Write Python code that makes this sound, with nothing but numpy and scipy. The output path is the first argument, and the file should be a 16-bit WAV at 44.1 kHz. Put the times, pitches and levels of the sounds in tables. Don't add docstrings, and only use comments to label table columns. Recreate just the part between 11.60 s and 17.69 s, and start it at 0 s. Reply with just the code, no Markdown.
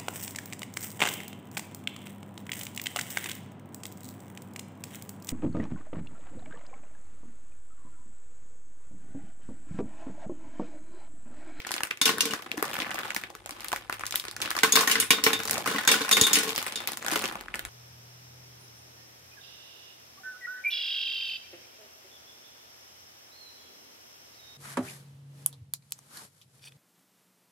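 import sys
import numpy as np
from scipy import signal
from scipy.fft import next_fast_len
from scipy.io import wavfile
from scipy.ndimage import uniform_filter1d

SR = 44100
rng = np.random.default_rng(int(sys.argv[2]) if len(sys.argv) > 2 else 0)


def natural_amplitude(level_db):
    exponent = np.asarray(level_db, float) / 20
    return 10 ** exponent


def materialize(psi):
    bounded = np.clip(np.atleast_2d(psi).T, -1, 1)
    quanta = np.round(bounded * 32767).astype(np.int16)
    wavfile.write(sys.argv[1], SR, quanta)


N = 268569

SIDES = np.array([[.5], [-.5]])
BANDS_HZ = 36 * 2 ** np.arange(0, 8.9, .5)
UNEVEN_DB, LEAD_SPREAD_RAD = 3, 1.3
SNAP_T60_S = .004


def ring(x, hz, t60):
    pole = np.exp((2j * np.pi * hz - np.log(1000) / t60) / SR)
    if not hz:
        pole = pole.real
    return signal.lfilter([1], [1, -pole], x)


def band(x, hz):
    edges = [hz / 1.19, min(hz * 1.19, 20000)]
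    return signal.sosfilt(signal.butter(2, edges, "bandpass", fs=SR, output="sos"), x)


def highpass(x, hz, order):
    return signal.sosfilt(signal.butter(order, hz, "highpass", fs=SR, output="sos"), x)


def spikes(s, size):
    return np.bincount(np.clip((s * SR).astype(int), 0, N - 1), size, N)


def curve(table):
    s, *columns = np.transpose(table)
    return [np.interp(np.arange(N) / SR, s, c) for c in columns]


def treble_pan(hz):
    return natural_amplitude(1.5 * min(hz / 9000, 1) * SIDES)


def ports(hz):
    alike = .92 / (1 + (hz / 710) ** 2)
    noise = rng.standard_normal((2, N))
    echo = .7
    delay = 150 + int(hz) % 200
    mid, side = (noise + echo * np.roll(noise, delay, axis=1)) / np.hypot(1, echo)
    mix = np.sqrt(1 + alike) * mid + np.sqrt(1 - alike) * side * np.array([[1], [-1]])
    bass_pan = natural_amplitude(0.67 / (1 + (hz / 100) ** 2) * SIDES)
    return treble_pan(hz) * bass_pan * mix / np.sqrt(2)


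def colour(hz, centre_hz, low_db, high_db, octaves):
    hump = np.exp(-.5 * (np.log2(hz / centre_hz) / octaves) ** 2)
    bass = natural_amplitude(low_db) / (1 + (hz / 600) ** 2) * min(hz / 260, 1) ** 4
    treble = natural_amplitude(high_db) / (1 + (4000 / hz) ** 2 + (hz / 16500) ** 4)
    return hump + bass + treble


def pings(s, size, hz, t60, lead):
    length = 2048
    out, t = np.zeros((2, N + length)), np.arange(length) / SR
    for start, a, f, d, p in zip((s * SR).astype(int), size.T, hz, t60, lead):
        tone = np.exp((2j * np.pi * f - np.log(1000) / d) * t)
        at_ports = a * np.exp([.5j * p, -.5j * p])
        out[:, start:start + length] += np.outer(at_ports, tone).imag
    return out[:, :N]


def touch():
    noise = rng.standard_normal((2, N)) + 1j * rng.standard_normal((2, N))
    return np.tile(ring(noise, 0, .04) / 16, 2)


BAG_SNAPS = [(0.049, -19, 2300, -43), (0.067, -20.5, 1110, -12), (0.091, -22, 2520, -21),
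             (0.14, -16, 2890, -6), (0.181, -15.5, 2640, -38), (0.117, -22.5, 2000, 6),
             (0.164, -20, 1420, 0), (0.206, -15, 1280, -13), (0.234, -10.5, 1460, -4.5),
             (0.311, -12, 2240, -17), (0.373, -29, 2240, -5.5), (0.583, -14.5, 1330, -7),
             (0.597, -23, 2750, -14), (0.736, -9.5, 1460, -12.5), (0.864, -23.5, 1720, -25),
             (0.916, -14, 2500, -11.5), (0.974, -22, 900, -7), (0.978, -19.5, 1500, -12),
             (1.026, -9, 1300, -7.5), (1.103, -25.5, 1210, -12), (1.133, -20, 2070, -7),
             (1.189, -14.5, 1330, -11), (1.202, -11.5, 3100, -23), (1.22, -13.5, 2700, -16),
             (1.389, -18, 1800, -8), (1.505, -16.5, 2080, -12), (1.547, -27.5, 1160, 5.5),
             (1.564, -11, 1590, -5.5), (1.637, -15, 2170, -22), (1.702, -26.5, 770, -9),
             (1.751, -28, 1350, -4),
             (1.86, -27.5, 794, -1), (1.86, -35, 1700, -14), (1.893, -20, 1390, -15),
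               (1.908, -27.5, 2650, 3.5), (2.006, -28.5, 1280, 1), (2.045, -23.5, 2160, -4),
               (2.084, -32, 4260, 8.5), (2.118, -17.5, 1530, -7.5), (2.129, -10.5, 1170, -10.5),
               (2.161, -19, 1880, -5), (2.297, -11.5, 1360, -18), (2.326, -16.5, 1790, -4.5),
               (2.409, -20, 1570, -13), (2.436, -17, 1570, -27), (2.466, -39.5, 3000, 19.5),
               (2.509, -21, 4430, -1.5), (2.524, -18, 2990, -9), (2.542, -14.5, 1510, -33),
               (2.557, -31.5, 4440, 18), (2.598, -29.5, 4510, 9.5), (2.64, -22.5, 1760, -14),
               (2.683, -16, 3500, -13), (2.765, -24, 1980, 0.5), (2.712, -33.5, 1390, 5.5),
               (2.817, -17, 4330, -3), (2.851, -16, 1890, -30), (2.905, -23.5, 1350, 8),
               (2.913, -14.5, 1650, -13), (2.952, -18.5, 1330, -15), (2.966, -14, 1440, -4),
               (2.989, -14, 2880, -3.5),
             (3.882, -23, 4230, -10), (3.91, -25, 1100, 11.5), (3.931, -23, 1800, 2.5),
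             (3.942, -29, 1070, 6), (3.98, -19.5, 584, 1), (4.238, -23, 1570, -16), (4.492, -13, 1600, -3),
             (4.905, -18, 1800, -6), (4.961, -16, 4200, -4), (4.986, -16, 3300, -9),
             (5.065, -16.5, 1570, -4), (5.274, -15, 2900, -1.5), (5.319, -23, 980, 0.5),
             (5.372, -26, 1460, 5.5), (5.426, -24.5, 1500, -6), (5.464, -15.5, 1540, -5.5),
             (5.483, -12, 1630, -12), (5.507, -22, 1990, -8), (5.522, -15, 1540, -11),
             (5.558, -11.5, 1880, -12), (5.62, -25, 1020, -1), (5.64, -14.5, 1700, -6),
             (5.678, -25, 1570, -5), (5.712, -21, 1590, -28), (5.755, -18, 1120, -20),
             (5.81, -21.5, 1580, -12), (5.883, -27, 1500, -20), (5.946, -16.5, 1630, -12),
             (5.993, -19.5, 1620, -4.5), (6.051, -19, 1760, -5.5)]
MORE_BAG_SNAPS = [(0.07, -26, 2410, -0.5), (0.108, -17.5, 970, -10), (0.153, -25, 1360, -12),
                    (0.251, -25, 1430, -11), (0.794, -26, 1550, -32), (1.042, -24, 1250, -22),
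                    (1.053, -26.5, 6200, -8), (1.075, -28, 1510, -20), (1.141, -26, 1420, 0.5),
                    (1.154, -21, 2000, -18), (1.167, -25, 1620, -12), (1.246, -23, 1520, -26),
                    (1.254, -30, 1550, -27), (1.264, -21, 965, -30), (1.267, -27, 1510, -34),
                    (1.294, -16.5, 1650, -34), (1.307, -18, 1400, -14), (1.314, -17, 2010, -19),
                    (1.334, -32, 1380, -13), (1.344, -22, 710, -3.5), (1.358, -29, 1700, -12),
                    (1.382, -19.5, 1570, -28), (1.403, -27, 1380, -17), (1.411, -29, 1360, -14),
                    (1.433, -18, 1920, -19), (1.447, -29, 1270, -18), (1.454, -19.5, 1100, -14),
                    (1.614, -28, 1530, -8),
                    (2.577, -27, 6370, -10), (2.652, -21, 1400, -8), (2.803, -21.5, 1420, -9),
                    (2.821, -16.5, 2920, -4), (2.858, -12.5, 3250, -24), (2.876, -19, 1400, -25),
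                    (2.886, -29, 3210, -17), (2.978, -18.5, 1360, -17), (3.009, -32, 3230, -11),
                    (3.791, -26, 1300, 0), (3.802, -13, 1720, -15), (3.834, -29, 5470, 8.5),
                    (3.854, -27, 1270, 5), (3.876, -23, 5210, -1), (3.896, -18, 1590, -2),
                    (3.956, -19, 1700, -20), (3.971, -17, 1310, -25), (4.242, -25, 1890, -23),
                    (4.251, -21, 1570, -8), (4.892, -21.5, 4410, -3.5), (4.979, -10.5, 1640, -11),
                    (5.239, -38, 2800, -10), (5.017, -35, 1640, -2), (5.027, -22, 1500, -1),
                    (5.071, -24, 1270, -3), (5.081, -17, 2670, -17), (5.123, -26, 2690, -1),
                    (5.174, -28, 3700, -29), (5.204, -17.5, 1490, -14), (5.218, -27, 1640, -13),
                    (5.279, -19, 2390, -6), (5.288, -18, 1120, -12), (5.333, -21, 2600, -9),
                    (5.472, -33, 990, -7), (0.271, -29, 1200, -4.5), (5.515, -24, 1920, 3),
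                    (5.53, -23, 1720, -17), (5.534, -15, 1470, -5), (5.563, -36, 1110, -6),
                    (5.571, -37, 1060, -15), (5.575, -33, 1420, -3), (5.592, -18.5, 4460, -7),
                    (5.634, -19, 1740, -21), (5.656, -12, 3130, -21), (5.941, -18, 2000, -25),
                    (5.956, -22, 1360, -3.5),
                    (0.002, -22, 2420, -12), (0.019, -28, 3190, -18), (0.308, -20, 2260, -17),
                  (0.822, -36, 1360, 0), (2.342, -33, 1210, -4), (2.395, -26.5, 1480, 0.5),
                  (2.455, -27.5, 1900, -1), (2.553, -29, 4410, -2), (2.826, -22, 1340, -5),
                  (4.138, -25, 1460, -5), (5.447, -22, 1050, -9), (5.724, -25, 1040, -11)]


def snaps():
    listed = BAG_SNAPS
    return np.transpose(listed + MORE_BAG_SNAPS)


def crinkle(hz, folds):
    s, db, pitch_hz, treble_db = folds
    size = natural_amplitude(db - 4.5 + UNEVEN_DB * rng.standard_normal(len(s)))
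    blows = spikes(s, size * colour(hz, pitch_hz, -13.0, treble_db + 5.5, 0.49))
    shiver_db = -19 - 1.56 * min(hz / 6000, 1)
    shiver = ring(blows, 0, 0.14 * (1500 / hz) ** 0.0056).real
    return ring(blows, 0, SNAP_T60_S).real + natural_amplitude(shiver_db) * shiver


def bag_tones(folds):
    s, db, pitch_hz, _ = folds
    pan, lead = rng.standard_normal((len(s), 2)).T
    size = natural_amplitude(db - 3.0 + SIDES * (4.5 + 2 * pan))
    return pings(s, size, pitch_hz, 4.0 / pitch_hz, LEAD_SPREAD_RAD * lead * pitch_hz / 1500)


# time in seconds, rustle level in dB, level of candies knocking inside in dB.
HANDLING = [(.15, -52, -73), (.38, -60, -61), (.75, -42, -43), (.9, -50, -31.5), (1.1, -39, -26),
            (1.5, -41, -33.5), (1.77, -57, -53), (2.0, -44.5, -37.5), (2.26, -51, -48), (2.55, -49, -100),
            (2.78, -52, -29), (2.84, -42, -36), (3.5, -53, -102), (3.92, -38.5, -21.5), (4.95, -38, -40),
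            (5.38, -50, -34), (5.55, -30.5, -20.5), (5.9, -52, -38)]


def rustle(hz, tiny_folds):
    mid_db, low_db = curve(HANDLING)
    high_db = mid_db - 6.5 + .5 * (mid_db + 44.5)
    place = np.log2(hz)
    low = np.clip(np.log2(900) - place, 0, 1)
    high = np.clip(place - np.log2(3200), 0, 1)
    db = mid_db + low * (low_db - 18.0 - mid_db) + high * (high_db - 3.5 - mid_db)
    s, weight = tiny_folds
    sizes = natural_amplitude(2.3 * weight + 4 * rng.standard_normal(len(s)))
    crackle = ring(spikes(s, sizes), 0, SNAP_T60_S).real
    rubbing = natural_amplitude(-17)
    return natural_amplitude(db - 8.5) * min(hz / 200, 1) ** 3 * (rubbing + natural_amplitude(4.0) * crackle)


# pitch in Hz, level in dB per Hz.
ROOM_TONE = [(15, -34), (25, -33), (181, 1), (427, 20.5), (515, -23), (1860, -21), (3830, -13), (10000, -2),
             (15000, -50)]


def room(hz):
    f, db = np.transpose(ROOM_TONE)
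    return natural_amplitude(-53.5 - 43.5 + np.interp(np.log(hz), np.log(f), db))


# time in seconds, hum level in dB, rumble level in dB.
TABLE_SHAKE = [
    (0, -68, -64),
    (2, -59.5, -35),
    (4, -52, -43),
    (4.3, -62.5, -68),
    (5.6, -56.5, -40),
    (5.8, -63, -30),
    (6.09, -55, -27),
]


def table():
    hum_db, rumble_db = curve(TABLE_SHAKE)
    hum = ring(ports(119), 104.0, 0.24) / 22
    rumble = signal.hilbert(band(ports(60), 51.0), next_fast_len(N))[:, :N]
    shake = natural_amplitude(hum_db + 2.5) * hum + natural_amplitude(rumble_db + 2.5) * rumble
    return (shake * natural_amplitude(3 * SIDES) * np.exp(-.9j * SIDES)).imag


# start in seconds, peak level in dB, strongest tone in Hz, treble in dB, glass ring in dB.
GLASS_HITS = [(0.415, -13.5, 3470, 4.5, -9), (3.123, -31, 7040, 23, 7), (3.156, -7.5, 1620, 2.5, -12.5),
              (3.401, -27.5, 3860, 20, -9), (3.506, -3, 2365, -3, -16.5), (3.639, -12.5, 3280, 5, -32),
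              (3.732, -12.5, 1790, 0, -13), (4.113, -21, 1280, -3, -28), (4.276, -16, 3500, 10, -3),
              (4.513, -11.5, 1290, 6, -16), (4.527, -18, 3620, 5, 2), (4.613, -2.5, 6780, -10.5, -16),
              (4.637, -29, 3460, -7, 13), (4.668, -15, 1530, 4, -14), (4.732, -20.5, 3680, 14.5, -3.5),
              (4.756, -12.5, 2960, 3, -26), (4.879, -26, 4220, -1, -29), (5.158, -21, 3680, -1, -10.5)]
# start in seconds, peak level in dB, strongest tone in Hz, thud in dB.
BOUNCES = [(.416, -19.5, 1440, -21), (0.467, -22, 1540, -12), (.479, -15.5, 2740, -15),
           (0.458, -22, 4500, -21), (3.047, -16.5, 1095, -12), (3.094, -26, 1710, -27),
           (4.516, -17, 6900, -40), (3.163, -10.5, 3470, -29), (3.172, -12.5, 1150, -17),
           (3.188, -21, 2050, -13), (3.192, -21, 5060, -32), (3.199, -26, 1100, -34),
           (3.232, -25, 1100, -18), (3.323, -19, 2850, -20), (3.382, -24, 1580, -14),
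           (3.512, -10.5, 3320, -17), (3.532, -24, 1130, -8.5), (3.6, -44, 1780, -23),
           (3.705, -23.5, 1400, -6), (3.672, -17.5, 1060, -18.5), (4.064, -20.5, 1220, -25),
           (4.102, -27.5, 4330, -18), (4.137, -27, 1340, -22), (4.184, -18.5, 1860, -28),
           (4.19, -40, 1560, -31), (4.277, -11.5, 1570, -48), (4.303, -34, 4500, -21),
           (4.318, -11, 2740, -32), (4.343, -30, 8040, -13), (4.351, -49, 1480, -29),
           (4.37, -40, 1080, -28), (4.394, -35, 1460, -31), (4.417, -21, 4030, -42),
           (4.448, -23, 1460, -28), (4.481, -25, 1420, -29), (4.577, -20, 2140, -4.5),
           (4.598, -26, 3640, -28), (4.68, -23, 1720, -27), (4.71, -23, 1830, -4.5),
           (4.742, -19.5, 4600, -14), (4.77, -17, 3000, -11), (4.805, -37, 1520, -29)]
# start in seconds, peak level in dB, strongest tone in Hz, thud in dB, treble in dB.
BASE_HITS = [(0.456, -10, 2880, -17.5, 1.5), (0.492, -16.5, 2070, -5, -6), (0.607, -13.5, 2790, -53, 5.5),
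             (0.655, -26, 3570, -2.5, 8), (0.709, -22, 2910, -60, -7), (3.034, -5, 2060, -16, -3),
             (3.209, -17.5, 1090, -39, 5), (3.275, -11.5, 1840, -20, -0.5), (3.298, -14.5, 1890, -19, -5),
             (3.314, -12, 2930, -45, 2.5), (3.355, -12.5, 2040, -44, -13), (3.426, -21, 2050, -13.5, -29),
             (3.585, -21, 1270, -39, -34), (3.665, -7, 2060, -13, -12), (4.06, -21, 1280, -40, -3),
             (4.075, -21, 2100, -7, 0.5), (4.161, -20.5, 2000, -39, -9), (4.289, -9, 2190, -19, -21),
             (4.315, -20, 4550, -3, 11.5), (4.341, -16.5, 1470, -37, -30), (4.408, -22.5, 1640, -53, -2),
             (4.569, -10, 2090, -18, -3.5), (4.787, -25.5, 2330, -22, 10), (4.833, -29.5, 1870, -9, 8.5)]
BASE_RING_DB = -62


def hits():
    glass_thud_db, bounce_treble_db = -17.5, -9.5
    on_base = [(*hit, BASE_RING_DB) for hit in BASE_HITS]
    on_glass = [(s, db, hz, glass_thud_db, *top) for s, db, hz, *top in GLASS_HITS]
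    rebounds = [(*hit, bounce_treble_db, BASE_RING_DB) for hit in BOUNCES]
    return np.transpose(on_base + on_glass + rebounds)


def crack(hz):
    s, db, tone_hz, thud_db, treble_db, glass_db = hits()
    gap_db = -6.0 * np.exp(-.5 * (np.log2(hz / 680) / 0.37) ** 2)
    uneven_db = UNEVEN_DB * rng.standard_normal(len(s))
    clear_db = 3 * (glass_db > BASE_RING_DB)
    size = natural_amplitude(db - 8.5 + gap_db + uneven_db - clear_db)
    blows = spikes(s, size * colour(hz, tone_hz, thud_db + 5.0, treble_db + 2.5, 0.75))
    contact_s = .0016
    blows = uniform_filter1d(blows, int(contact_s * SR), origin=-int(contact_s * SR / 2))
    echo = ring(blows, 0, 0.24 * (1500 / hz) ** 0.075).real
    return ring(blows, 0, 0.0097).real + natural_amplitude(-11.0) * echo


def noises(snapped):
    tiny_folds = rng.random(4000) * N / SR, rng.exponential(size=4000)
    out = 0
    for hz in BANDS_HZ:
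        events = crack(hz) + crinkle(hz, snapped) + rustle(hz, tiny_folds)
        events = events * np.sqrt(SR / (2 * hz))
        out = out + band(ports(hz) * np.hypot(events, room(hz) * 100), hz)
    return out


# pitch in Hz, time in seconds to fade by 60 dB.
GLOBE_MODES = [(220, .12), (283, .1), (445, .11), (1083, .09), (1466, .14), (1540, .1), (1860, .1),
               (2296, .07), (2850, .08), (3472, .22), (3683, .28), (3744, .18), (3558, .17), (4606, .15),
               (8530, .09), (10610, .08), (6596, .09), (6749, .07), (14478, .1)]
GLOBE_DB = [-7, -5, 0, 1, -3, -6, -4, -3, -2, -3, 0, -7, -6, -7, -15, -16, -8, -6, -21]
GLASS_HZ = (3472, 3558, 3683, 3744, 4606, 8530, 10610, 6596, 6749, 14478)


def globe():
    s, db, tone_hz, thud_db, treble_db, glass_db = hits()
    spot = rng.standard_normal((len(s), len(GLOBE_MODES)))
    bumps = rolling() * 2.53 * (rng.random(N) < .0018) * rng.standard_normal(N)
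    flutter = touch()
    note = natural_amplitude(db + np.where(glass_db > BASE_RING_DB, -7, -3))
    lead = LEAD_SPREAD_RAD * spot[:, 0] * tone_hz / 1500
    out = pings(s, np.array([note, note]), tone_hz, np.full(len(s), 0.039), lead)
    place = natural_amplitude(1.8 * SIDES) * np.exp(-0.15j * SIDES)
    for k, ((hz, t60), mode_db) in enumerate(zip(GLOBE_MODES, GLOBE_DB)):
        if hz in GLASS_HZ:
            share = natural_amplitude(glass_db + 2.0 * spot[:, k] + (treble_db + 9.5) * (hz > 6000) / 2)
            smear = 0.5
        else:
            share = natural_amplitude(-14.5 + UNEVEN_DB * spot[:, k]) * colour(hz, tone_hz, thud_db + 17.0, -11, 0.75)
            smear = min(hz / 3000, .48)
        blows = spikes(s, natural_amplitude(db) * share) + bumps / (1 + (hz / 1400) ** 2)
        tone = natural_amplitude(mode_db) * place * ring(blows, hz, t60)
        start = N - 9000 * k
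        out = out + (tone * (1 - .6 * smear + smear * flutter[:, start:start + N])).imag
    return highpass(out, 190, 3)


def clatter():
    s, db, tone_hz, _, treble_db, _ = hits()
    modes = 30
    spot, flutter = rng.standard_normal((len(s), modes)), touch()
    out = 0
    for k, (place, life) in enumerate(rng.random((modes, 2))):
        hz = 1200 * 12.5 ** ((k + place) / modes) ** .75
        size = natural_amplitude(db - 28 + 3.5 * spot[:, k]) * colour(hz, tone_hz, -38, treble_db + 9.5, 0.19)
        t60 = (0.07 + 0.08 * life) * min(6000 / hz, 1)
        tone = ring(spikes(s, size), hz, t60)
        start = N - 7000 * k
        out = out + treble_pan(hz) * (tone * flutter[:, start:start + N]).imag
    return out


# start in seconds, length in seconds, level in dB.
ROLLS = [
    (0.457, 0.25, -45),
    (3.03, 0.36, -43),
    (3.553, 0.36, -47),
    (4.108, 0.052, -40),
    (4.29, 0.12, -38),
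    (4.514, 0.065, -45),
    (4.65, 0.24, -44),
]


def rolling():
    attack_s, release_s, sag_db_per_s = 0.03, 0.1, -6.5
    out = 0
    for s, length, db in ROLLS:
        t = np.arange(N) / SR - s
        gate = np.clip(t / attack_s + 1, 0, 1) * np.clip(1 - (t - length) / release_s, 0, 1)
        out = out + gate ** 2 * natural_amplitude(db - sag_db_per_s * np.clip(t, 0, 1))
    return out


# start in seconds, level in dB, pitch in Hz, time in seconds to fade by 60 dB.
THUMPS = [
    (0.942, -25.5, 453, 0.033),
    (0.978, -20, 310, 0.079),
    (1.026, -14, 432, 0.033),
    (1.753, -40, 423, 0.065),
    (1.919, -34, 300, 0.055),
    (2.135, -8.5, 970, 0.01),
    (4.614, -13, 131, 0.023),
    (5.523, -21, 320, 0.11),
    (5.562, -27, 428, 0.17),
    (5.64, -21, 400, 0.045),
]


def thumps():
    out = 0
    for s, db, hz, t60 in THUMPS:
        push = uniform_filter1d(spikes(np.array([s]), np.ones(1)), int(SR / hz / 2))
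        knock = highpass(ring(push, hz, t60).imag, hz * .6, 2)
        out = out + natural_amplitude(db + 10 * SIDES / (1 + (hz / 150) ** 2)) * knock
    return out


def scene():
    folds = snaps()
    return noises(folds) + bag_tones(folds) + table() + globe() + clatter() + thumps()


def top_cut(x):
    return signal.sosfilt(signal.butter(12, 16810, fs=SR, output="sos"), x)


def record(dry):
    x = highpass(dry, 42, 3)
    x = np.tanh(0.77 * x) / 0.87
    x = signal.sosfilt(signal.ellip(8, .2, 70, 15550, fs=SR, output="sos"), x)
    return top_cut(x)


dry = scene()
out = record(dry)
materialize(out)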